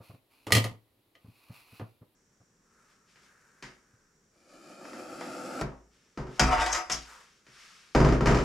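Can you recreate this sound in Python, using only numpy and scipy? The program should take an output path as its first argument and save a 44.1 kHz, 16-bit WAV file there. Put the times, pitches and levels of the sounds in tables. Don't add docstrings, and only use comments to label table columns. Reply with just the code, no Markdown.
import sys
import numpy as np
from scipy import signal
from scipy.fft import rfft, irfft, next_fast_len
from scipy.io import wavfile
from scipy.ndimage import map_coordinates

SR = 44100
rng = np.random.default_rng(int(sys.argv[2]) if len(sys.argv) > 2 else 0)


def file_out(sig):
    cols = np.atleast_2d(sig).T
    lim = np.clip(cols, -1, 1)
    pcm = np.round(lim * 32767).astype(np.int16)
    wavfile.write(sys.argv[1], SR, pcm)


N = 372199
TIME = np.arange(N) / SR
AGE = np.arange(SR * 3 // 4) / SR


# (time [s], level [dB], share that shakes the board [dB])
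RULER_LANDINGS = [(6.3946, -17, -9.5), (6.6609, -28.5, -33), (6.7285, -28.5, -40), (6.7476, -28.5, -49),
                  (6.8975, -29, -19)]
# (frequency [Hz], level [dB])
RULER_CLICK = [(2000, 1.5), (3000, 5.5), (4300, 1), (5200, 4.5), (6600, 3.5), (8500, -6), (11000, -15.5),
               (15000, -31)]
RULER_CLANG = [(150, -27), (330, -1), (550, -0.5), (900, 2.5), (1400, 2), (2200, 0.5), (3000, -9.5),
               (4500, -41.5)]
# (frequency [Hz], level [dB], t60 [s])
BEND_MODES = [(746, 3.5, 0.36), (932, 2, 0.33), (1055, -1, 0.5), (1190, 3, 0.11), (1276, 4, 0.24),
              (1467, 3, 0.13), (1810, -15, 0.12), (1935, -3, 0.12), (2190, -14, 0.12), (2700, -14, 0.25)]
STEEL_MODES = [(4940, -3, 0.2), (4840, -0.5, 0.35), (5490, -3, 0.3), (6580, -6, 0.16), (6030, -6.5, 0.22),
               (6550, -18, 0.14), (7520, -7, 0.22), (7150, -21, 0.18), (7640, -16.5, 0.1), (8200, -18, .17),
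               (9850, -25, 0.2), (10400, -20, 0.09), (11800, -23, .17)]
PANEL_MODES = [(126.3, 0, .3), (149.7, 3, 0.26), (206.1, -1, 0.3), (261, -5.5, 0.37), (330.5, -10, 0.33),
               (369.8, -11, 0.41), (407.1, -13.5, 0.42)]
FLEX_MODES = [(32.8, -6.5, .35), (43.3, -6, 0.22), (55.8, -0.5, 0.49), (58.37, -7, 0.36)]
def ruler_drops(click_db=-9, steel_db=-13, clang_db=-7, bend_db=-12, thud_db=-2, flex_db=-2, lag_s=.017):
    out = np.zeros(N)
    onset = 1 - np.exp(-AGE[:SR // 2] / .0011)
    for k, (s, db, share) in enumerate(RULER_LANDINGS):
        damping = 3 if k == 0 else 1
        add(out, s, amp(db + click_db) * onset * burst(RULER_CLICK, t60=.055, crack_db=-13))
        add(out, s, amp(db + steel_db) * ring(STEEL_MODES, attack=.0038, damping=damping))
        add(out, s, amp(db + clang_db) * onset * burst(RULER_CLANG, t60=.31, crack_db=6.5))
        add(out, s, amp(db + bend_db) * ring(BEND_MODES, attack=.00068, damping=damping))
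        add(out, s, amp(db + share + thud_db) * ring(PANEL_MODES, attack=.035))
        add(out, s + lag_s, amp(db + share + flex_db) * ring(FLEX_MODES, attack=.029))
    return out


# (peak time [s], clang level [dB], steel level [dB])
FLURRIES = [(6.442, -31.5, -34), (6.528, -23.5, -36), (6.612, -24.5, -34), (6.689, -39, -42.5),
            (6.755, -36.5, -39), (6.928, -50, -37)]
def ruler_chatter(bend_db=-3, clang_db=-6, steel_db=-6, click_db=-4, flex_db=-10, rise=.028, t60=.36):
    out = np.zeros(N)
    taps = grains(rate=400, spread_db=2)
    for s, clang, steel in FLURRIES:
        span = slice(round(s * SR) - SR // 4, round(s * SR) + SR // 2)
        driven = lambda response: unit(signal.fftconvolve(taps[span], response)[:len(taps[span])])
        low = amp(bend_db) * driven(ring(BEND_MODES, attack=.001, damping=2.8))
        low += amp(clang_db) * driven(burst(RULER_CLANG, t60=.18, crack_db=5))
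        low += amp(flex_db) * driven(ring(FLEX_MODES, attack=.0049))
        high = amp(steel_db) * driven(ring(STEEL_MODES, attack=.001, damping=2.8))
        high += amp(click_db) * driven(burst(RULER_CLICK, t60=.1, crack_db=7))
        out[span] += low * swells([(s, clang)], rise, t60)[span]
        out[span] += high * swells([(s, steel)], rise / 2, t60)[span]
    return out


# (time [s], level [dB], hardness [dB])
BOARD_HITS = [(3.1578, -69.5, 15.5), (3.6249, -52.5, 16.5), (5.612, -34, -9.5), (6.1741, -36.5, -4.5),
              (6.2682, -46, -5), (7.4663, -65, 13), (8.2071, -26, -7.5), (8.2708, -23, -1.5)]
# (time [s], level [dB], hardness [dB], ratio of successive flight times [1])
BOARD_FALLS = [(7.949, -20, -4, 0.88), (8.2577, -24.5, 0.5, .69)]
def board_contacts(count=5, flight_s=.052, loss_db=2, far_edge_db=-2.5, flat_db=3, edge_db=-5):
    contacts = [(s, db, hard, 0) for s, db, hard in BOARD_HITS]
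    for s, db, hard, shrink in BOARD_FALLS:
        for k in range(count):
            far = far_edge_db * (k % 2)
            thud = flat_db - far if k else edge_db
            contacts.append((s, db - loss_db * k + far, hard, thud))
            s += flight_s * shrink ** k
    return sorted(contact for contact in contacts if contact[0] < N / SR)


# (frequency [Hz], level [dB])
BOARD_CLICK = [(900, -6.5), (1900, 0.5), (2700, -8), (3600, -13.5), (4400, -13), (5300, -10.5), (7000, -18),
               (10000, -30.5), (14000, -44)]
BOARD_KNOCK = [(110, -24.5), (240, 1), (550, 0.5), (800, -5), (1300, -7), (1800, -19.5), (3000, -27.5)]
def board_knocks(click_db=-10, knock_db=-2, thud_db=-1, flex_db=-3, steel_db=-24, choke_s=.029):
    out = np.zeros(N)
    clicks = struck(BOARD_CLICK, t60=.33, crack_db=0, alike=.88)
    knocks = struck(BOARD_KNOCK, t60=.42, crack_db=0, alike=.45)
    contacts = board_contacts()
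    gaps = np.diff([row[0] for row in contacts], append=np.inf)
    for (s, db, hard, thud), gap in zip(contacts, gaps):
        free = np.exp(-np.maximum(AGE - gap, 0) / choke_s)
        bend = .23 * min(db + 20.5, 0)
        add(out, s, amp(db + hard + click_db) * next(clicks))
        add(out, s, amp(db + hard + steel_db) * ring(STEEL_MODES, attack=.002))
        add(out, s, amp(db + knock_db) * next(knocks))
        add(out, s, amp(db + thud + thud_db) * free * ring(PANEL_MODES, attack=.02))
        add(out, s, amp(db + thud + bend + flex_db) * free * ring(FLEX_MODES, attack=.016))
    return out


# (time [s], level [dB], hardness [dB])
TABLE_HITS = [(0.4677, -41.5, 1.5), (0.5054, -38.5, -2), (0.5212, -18, 4.5), (0.5499, -20, 2.5),
              (0.5669, -24.5, 0.5), (0.6411, -34.5, 2.5), (1.1521, -70.5, 17), (1.796, -48, 0),
              (1.8133, -51, -11)]
def table_blows(knee_db=-43.5, slope=.35):
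    knock = lambda db: 2.5 + min(db, knee_db + slope * (db - knee_db))
    return [(s, db + hard, knock(db), db - hard) for s, db, hard in TABLE_HITS]


# (frequency [Hz], level [dB])
TABLE_CLICK = [(900, -41.5), (1700, -3), (1950, 5.5), (2450, -2), (3100, 4), (3600, -6), (4250, -2),
               (6000, -8.5), (10000, -10.5), (13000, -14), (16000, -26.5)]
TABLE_KNOCK = [(120, -26.5), (260, -1), (350, 0.5), (560, 1), (900, -7), (1200, -7), (1600, -16),
               (2600, -28)]
# (frequency [Hz], level [dB], t60 [s])
TABLE_MODES = [(111.5, 3, 0.24), (133, -5.5, 0.11), (178, -8.5, 0.22), (227, -9.5, 0.19),
               (257, -6.5, 0.099)]
CLACK_MODES = [(1225.3, -1, .14), (1884, -7.5, 0.083), (3050, -3.5, .08), (4240, 0.5, 0.073),
               (5070, -2.5, 0.097), (6480, -2, 0.065), (9540, -2, .07), (10500, -4, .07)]
HELD_BELOW_DB = -46.5
def table_knocks(click_db=-10, steel_db=-16, knock_db=-1, thud_db=-.5, held_damping=1.7, held_hz=4200):
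    out = np.zeros(N)
    clicks = struck(TABLE_CLICK, t60=.12, crack_db=2, alike=.39)
    knocks = struck(TABLE_KNOCK, t60=.17, crack_db=-2, alike=.49)
    for s, click, knock, thud in table_blows():
        held = click < HELD_BELOW_DB
        damping = held_damping if held else 1
        clack = amp(steel_db) * ring(CLACK_MODES, attack=.00092)
        add(clack, 0, amp(click_db) * next(clicks))
        if held:
            clack = filtered(clack, lambda hz: 1 / np.hypot(1, (hz / held_hz) ** 2))
        add(out, s, amp(click) * clack)
        add(out, s, amp(knock + knock_db) * next(knocks))
        add(out, s, amp(thud + thud_db) * ring(TABLE_MODES, attack=.01, damping=damping))
    return out


def table_rattle(wood_db=-4, steel_db=-14, lag_s=.008):
    free = [blow for blow in table_blows() if blow[1] >= HELD_BELOW_DB]
    wood = amp(wood_db) * swells([(s + lag_s, knock) for s, _, knock, _ in free], lag_s / 2, t60=.26)
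    steel = amp(steel_db) * swells([(s + lag_s, click) for s, click, _, _ in free], lag_s / 2, t60=.22)
    taps = grains(rate=760, spread_db=3)
    return wood * unit(shaped(taps, TABLE_KNOCK)) + steel * unit(shaped(taps, TABLE_CLICK))


SLIDE_START_S, SLIDE_STOP_S, RUB_POWER = 4.3, 5.612, 1.33
def slide_speed(t, brake_s=.022):
    return np.interp(t, [SLIDE_START_S, SLIDE_STOP_S, SLIDE_STOP_S + brake_s], [0, 1, 0])


# (frequency [Hz], level [dB])
SLIDE_RUB = [(53, -21), (90, -25.5), (176, -10.5), (202, -5.5), (345, 7), (452, -17), (666, -9.5),
             (729, -19), (912, -7), (1110, -16.5), (1630, -15), (2070, -23.5), (3200, -30.5), (4160, -46),
             (7040, -120)]
SLIDE_BITE = [(500, 9), (750, 8.5), (1000, 4.5), (1350, 6), (1900, -63)]
SLIDE_HISS = [(1470, -21), (2500, 3.5), (2740, -5), (2930, -5), (3630, -10), (4080, -6), (4890, -1),
              (6300, -7), (7510, -3.5), (8350, -13), (10000, -9), (11200, -19.5), (12800, -16),
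              (14100, -34), (15500, -46)]
def board_slide(rub_db=-38, hiss_db=-51, bite_db=-44, echo=.32, glide=.06):
    speed = slide_speed(TIME)
    catches = grains(rate=3500, spread_db=2)
    response = burst(SLIDE_RUB, t60=.047, crack_db=21, crack_t60=.0051)
    panel = amp(rub_db) * unit(signal.fftconvolve(catches, response)[:N])
    bite = amp(bite_db) * unit(shaped(catches, SLIDE_BITE))
    position = np.cumsum(1 + glide * (speed - .5))
    hiss = amp(hiss_db) * unit(map_coordinates(shaped(catches, SLIDE_HISS), [position], mode="wrap"))
    sound = speed ** RUB_POWER * (panel + bite) + speed * hiss
    sound *= amp(wobble(22))
    delay_s = np.interp(TIME, [SLIDE_START_S, SLIDE_STOP_S], [.001745, .00139])
    return sound + echo * np.interp(TIME - delay_s, TIME, sound)


# (time [s], level [dB])
BOARD_SNAGS = [(4.8522, 2), (4.9319, 2), (5.2092, 4.5), (5.592, -3.5)]
def board_snags(click_db=-47, knock_db=-43):
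    out = np.zeros(N)
    for s, db in BOARD_SNAGS:
        click = amp(click_db) * burst(BOARD_CLICK, t60=.48, crack_db=6)
        knock = amp(knock_db) * burst(BOARD_KNOCK, t60=.16, crack_db=0)
        add(out, s, amp(db) * slide_speed(s) ** RUB_POWER * (click + knock))
    return out


# (frequency [Hz], level [dB])
STOP_CLACK = [(150, -22), (450, 9.5), (800, -3.5), (1300, -1), (2100, -7), (3200, -20), (5200, -15),
              (9000, -28), (14000, -39)]
def board_stop(clack_db=-35):
    out = np.zeros(N)
    add(out, SLIDE_STOP_S, amp(clack_db) * burst(STOP_CLACK, t60=.06, crack_db=-6))
    return out


# (time [s], level [dB])
SKIDS = [(6.732, -24.5), (6.926, -23.5)]
# (frequency [Hz], level [dB])
SKID_SPECTRUM = [(4700, -24), (5350, -3), (5570, 3), (5850, -19), (6150, -3), (6800, -12), (8500, -23)]
def ruler_squeaks(rise=.0066, t60=.03):
    return swells(SKIDS, rise, t60) * unit(shaped(grains(rate=1800, spread_db=3.5), SKID_SPECTRUM))


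# (time [s], level [dB],
# firmness [dB])
SOFT_BUMPS = [(0.0, -53, -3), (0.092, -48.5, -7), (0.133, -54.5, -5), (0.713, -47.5, -28),
              (1.241, -53.5, -11.5), (1.277, -49, -32), (1.495, -47.5, -9), (1.721, -54.5, -9.5),
              (2.01, -53.5, -7), (2.398, -62.5, -4), (3.93, -63, -19)]
def soft_bumps(thud_db=2, press_s=.013):
    out = np.zeros(N)
    contact = (AGE / press_s * np.exp(1 - AGE / press_s)) ** 2
    for s, db, firm in SOFT_BUMPS:
        pat = unit(shaped(rng.standard_normal(len(AGE)), TABLE_KNOCK))
        top = ring(TABLE_MODES, attack=.0022)
        add(out, s, amp(db) * contact * (amp(firm) * pat + amp(thud_db) * top))
    return out


# (start [s], rise [s], fall [s], level [dB], resonance [Hz])
BOARD_STROKES = [(2.58, 0.23, .42, -66, 1350), (3.08, 0.22, 1, -63.5, 1620), (7.04, 0.066, 0.19, -51, 970)]
# (frequency [Hz], level [dB])
BOARD_SCRAPE = [(250, -13), (450, -0.5), (750, -6.5), (1350, 4.5), (1800, 0), (2600, -7.5), (3300, -15),
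                (4200, -11.5), (7000, -7.5), (12500, -21)]
def ruler_on_board(scrape_db=-4, resonance_db=-5, width_hz=350):
    strokes = [row[:-1] for row in BOARD_STROKES]
    out = amp(scrape_db) * rubbing(strokes, BOARD_SCRAPE, rate=4000, spread_db=5)
    slips = shaped(grains(rate=5000, spread_db=4.5), BOARD_SCRAPE)
    for start, rise, fall, db, hz in BOARD_STROKES:
        resonance = unit(signal.lfilter(*signal.iirpeak(hz, hz / width_hz, SR), slips))
        out += amp(db + resonance_db) * stroke(start, rise, fall) * resonance
    return out


# (start [s], rise [s], fall [s], level [dB])
TABLE_STROKES = [(0.0, .05, .16, -61.5), (0.29, .03, 0.53, -68.5), (1.12, 0.45, .45, -63.5),
                 (1.51, 0.055, 0.078, -63), (1.66, 0.11, 0.071, -64)]
# (frequency [Hz], level [dB])
TABLE_SCRAPE = [(500, -11.5), (1100, -1), (1800, -12.5), (2500, 2.5), (3300, -11.5), (4300, -4),
                (5800, -16), (8500, -18), (11000, -9.5), (15500, -18.5)]
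def ruler_on_table():
    return rubbing(TABLE_STROKES, TABLE_SCRAPE, rate=5000, spread_db=4.5)


# (start [s], rise [s], fall [s], level [dB])
HAND_STROKES = [(2.85, 0.059, 0.11, -70), (3.05, 0.05, 0.12, -66.5), (3.16, 0.079, 0.1, -64.5),
                (5.9, .04, 0.47, -70), (6.27, .11, 0.022, -55.5), (7.0, 0.061, 0.45, -58.5),
                (7.44, .16, 0.51, -55)]
# (frequency [Hz], level [dB])
SKIN_SPECTRUM = [(290, -32.5), (500, -18), (544, -12), (583, -15.5), (950, -8.5), (1220, 0), (2820, -3),
                 (4050, -6.5), (5280, -3), (12000, -23), (14000, -38)]
def hand_brush():
    return rubbing(HAND_STROKES, SKIN_SPECTRUM, rate=13000, spread_db=2.5)


# (frequency [Hz], t60 [s])
ROOM_DECAY = [(100, 0.33), (500, 0.23), (2000, 0.22), (6000, 0.17), (13000, 0.16)]
def room(x, wet_db, side_db, leftward, build_s=.0036):
    hz, t, noise = signal.stft(rng.standard_normal((2, SR // 2)), SR, nperseg=256)
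    decay = amp(-60 * t / along(ROOM_DECAY, hz)[:, None])
    tail = signal.istft(noise * decay, SR, nperseg=256)[1]
    tail *= 1 - np.exp(-AGE[:tail.shape[1]] / build_s)
    tail /= np.linalg.norm(tail[0])
    walls = filtered(tail[0], lambda f: f / np.hypot(f, 350))
    mid = x + amp(wet_db) * signal.fftconvolve(x, walls)[:N]
    side = leftward * mid + amp(side_db) * signal.fftconvolve(x, tail[1])[:N]
    return np.array([mid, side])


# (frequency [Hz], level [dB])
EARLY_NOISE = [(25, -6.5), (70, -6), (115, -1), (170, -11), (240, -2.5), (320, 0), (600, -9), (900, -12),
               (1500, -19), (4000, -17), (6000, -28), (9500, -25), (11400, -17.5), (12500, -21),
               (16000, -24)]
LATE_NOISE = [(25, 1.5), (60, -2.5), (90, -4), (200, 3.5), (300, -4.5), (430, -1), (700, -13.5),
              (1600, -10), (2800, -21), (4300, -22), (5700, -13), (7300, -13), (9000, -24), (15000, -33.5)]
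WHINE_TONES = [(5550, -84.5), (5800, -85)]
def background(early_db=-72.5, late_db=-70.5, switch_s=2.15):
    noise = lambda spectrum: unit(shaped(rng.standard_normal((2, N)), spectrum))
    whine = sum(amp(db) * unit(np.sin(2 * np.pi * hz * TIME + .67 * wobble(60)))
                for hz, db in WHINE_TONES)
    late = amp(late_db) * noise(LATE_NOISE) + np.outer([1, 0], whine)
    return np.where(TIME < switch_s, amp(early_db) * noise(EARLY_NOISE), late)


def ring(modes, attack, damping=1):
    hz, db, t60 = np.transpose(modes)[:, :, None]
    level = amp(db + 2 * rng.standard_normal(hz.shape) - 60 * damping * AGE / t60)
    level *= 1 - np.exp(-AGE / attack)
    power = np.mean(level[:, :SR // 30] ** 2, axis=1).sum() / 2
    phase = rng.uniform(0, 2 * np.pi, hz.shape)
    return (level * np.sin(2 * np.pi * hz * AGE + phase)).sum(0) / np.sqrt(power)


def burst(spectrum, t60, crack_db, crack_t60=.015):
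    t = AGE[:SR // 2]
    envelope = amp(-60 * t / t60) + amp(crack_db - 60 * t / crack_t60)
    blow = shaped(rng.standard_normal(len(t)) * envelope, spectrum)
    return blow / np.sqrt(np.mean(blow[:SR // 30] ** 2) + 1e-20)


def struck(spectrum, t60, crack_db, alike):
    common = burst(spectrum, t60, crack_db)
    while True:
        yield np.sqrt(alike) * common + np.sqrt(1 - alike) * burst(spectrum, t60, crack_db)


def rubbing(strokes, spectrum, rate, spread_db):
    pressure = sum(amp(db) * stroke(start, rise, fall) for start, rise, fall, db in strokes)
    return pressure * unit(shaped(grains(rate, spread_db), spectrum))


def grains(rate, spread_db):
    hit = rng.random(N) < rate / SR
    return unit(hit * rng.choice([-1, 1], N) * amp(spread_db * rng.standard_normal(N)))


def stroke(start, rise, fall):
    return np.interp(TIME, [start, start + rise, start + rise + fall], [0, 1, 0])


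def swells(peaks, rise, t60):
    power = np.zeros(N)
    for s, db in peaks:
        onset = np.exp(-(np.minimum(TIME - s, 0) / rise) ** 2 / 2)
        decay = amp(db - 60 * np.maximum(TIME - s, 0) / t60)
        power += (onset * decay) ** 2
    return np.sqrt(power)


def wobble(rate):
    return map_coordinates(rng.standard_normal(int(N * rate / SR) + 4), [np.arange(N) * rate / SR])


def filtered(x, response):
    size = 2 * next_fast_len(x.shape[-1] // 2 + 4096)
    gain = response(np.fft.rfftfreq(size, 1 / SR))
    cepstrum = irfft(np.log(np.maximum(gain, 1e-6)))
    cepstrum[1:size // 2] *= 2
    cepstrum[size // 2 + 1:] = 0
    return irfft(rfft(x, size) * np.exp(rfft(cepstrum)))[..., :x.shape[-1]]


def shaped(x, spectrum):
    def gain(hz):
        octaves = np.log2((hz + 1) / np.clip(hz + 1, spectrum[0][0], spectrum[-1][0]))
        return amp(along(spectrum, hz) - 30 * np.abs(octaves))
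    return filtered(x, gain)


def along(points, hz):
    frequencies, values = np.transpose(points)
    return np.interp(np.log(hz + 1), np.log(frequencies + 1), values)


def amp(db):
    return 10 ** (np.asarray(db) / 20)


def unit(x):
    return x / np.sqrt(np.mean(x ** 2) + 1e-20)


def add(track, s, sound):
    start = max(0, round(s * SR))
    track[start:start + len(sound)] += sound[:N - start]


# (frequency [Hz], side gain [dB])
SIDE_GAIN = [(50, -32.5), (125, -21.5), (250, -12), (500, -8), (1000, -5.5), (2000, -3), (5000, -4.5),
             (12000, -4)]
def scene():
    hand = hand_brush()
    scrape = ruler_on_table()
    table = table_knocks() + table_rattle() + soft_bumps() + scrape
    table = room(table, wet_db=-10, side_db=-6, leftward=-.05)
    board = board_knocks() + board_slide() + board_snags() + board_stop() + hand + ruler_on_board()
    board = room(board, wet_db=-9, side_db=-4.5, leftward=.15)
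    ruler = ruler_drops() + ruler_chatter() + ruler_squeaks()
    ruler = room(ruler, wet_db=-3.5, side_db=-4.5, leftward=.22)
    mid, side = table + board + ruler + background()
    side = filtered(side, lambda hz: amp(along(SIDE_GAIN, hz)))
    return np.array([mid + side, mid - side])


def record(dry):
    return signal.sosfilt(signal.ellip(10, .1, 90, 15800, fs=SR, output="sos"), dry)


dry = scene()
out = record(dry)
file_out(out)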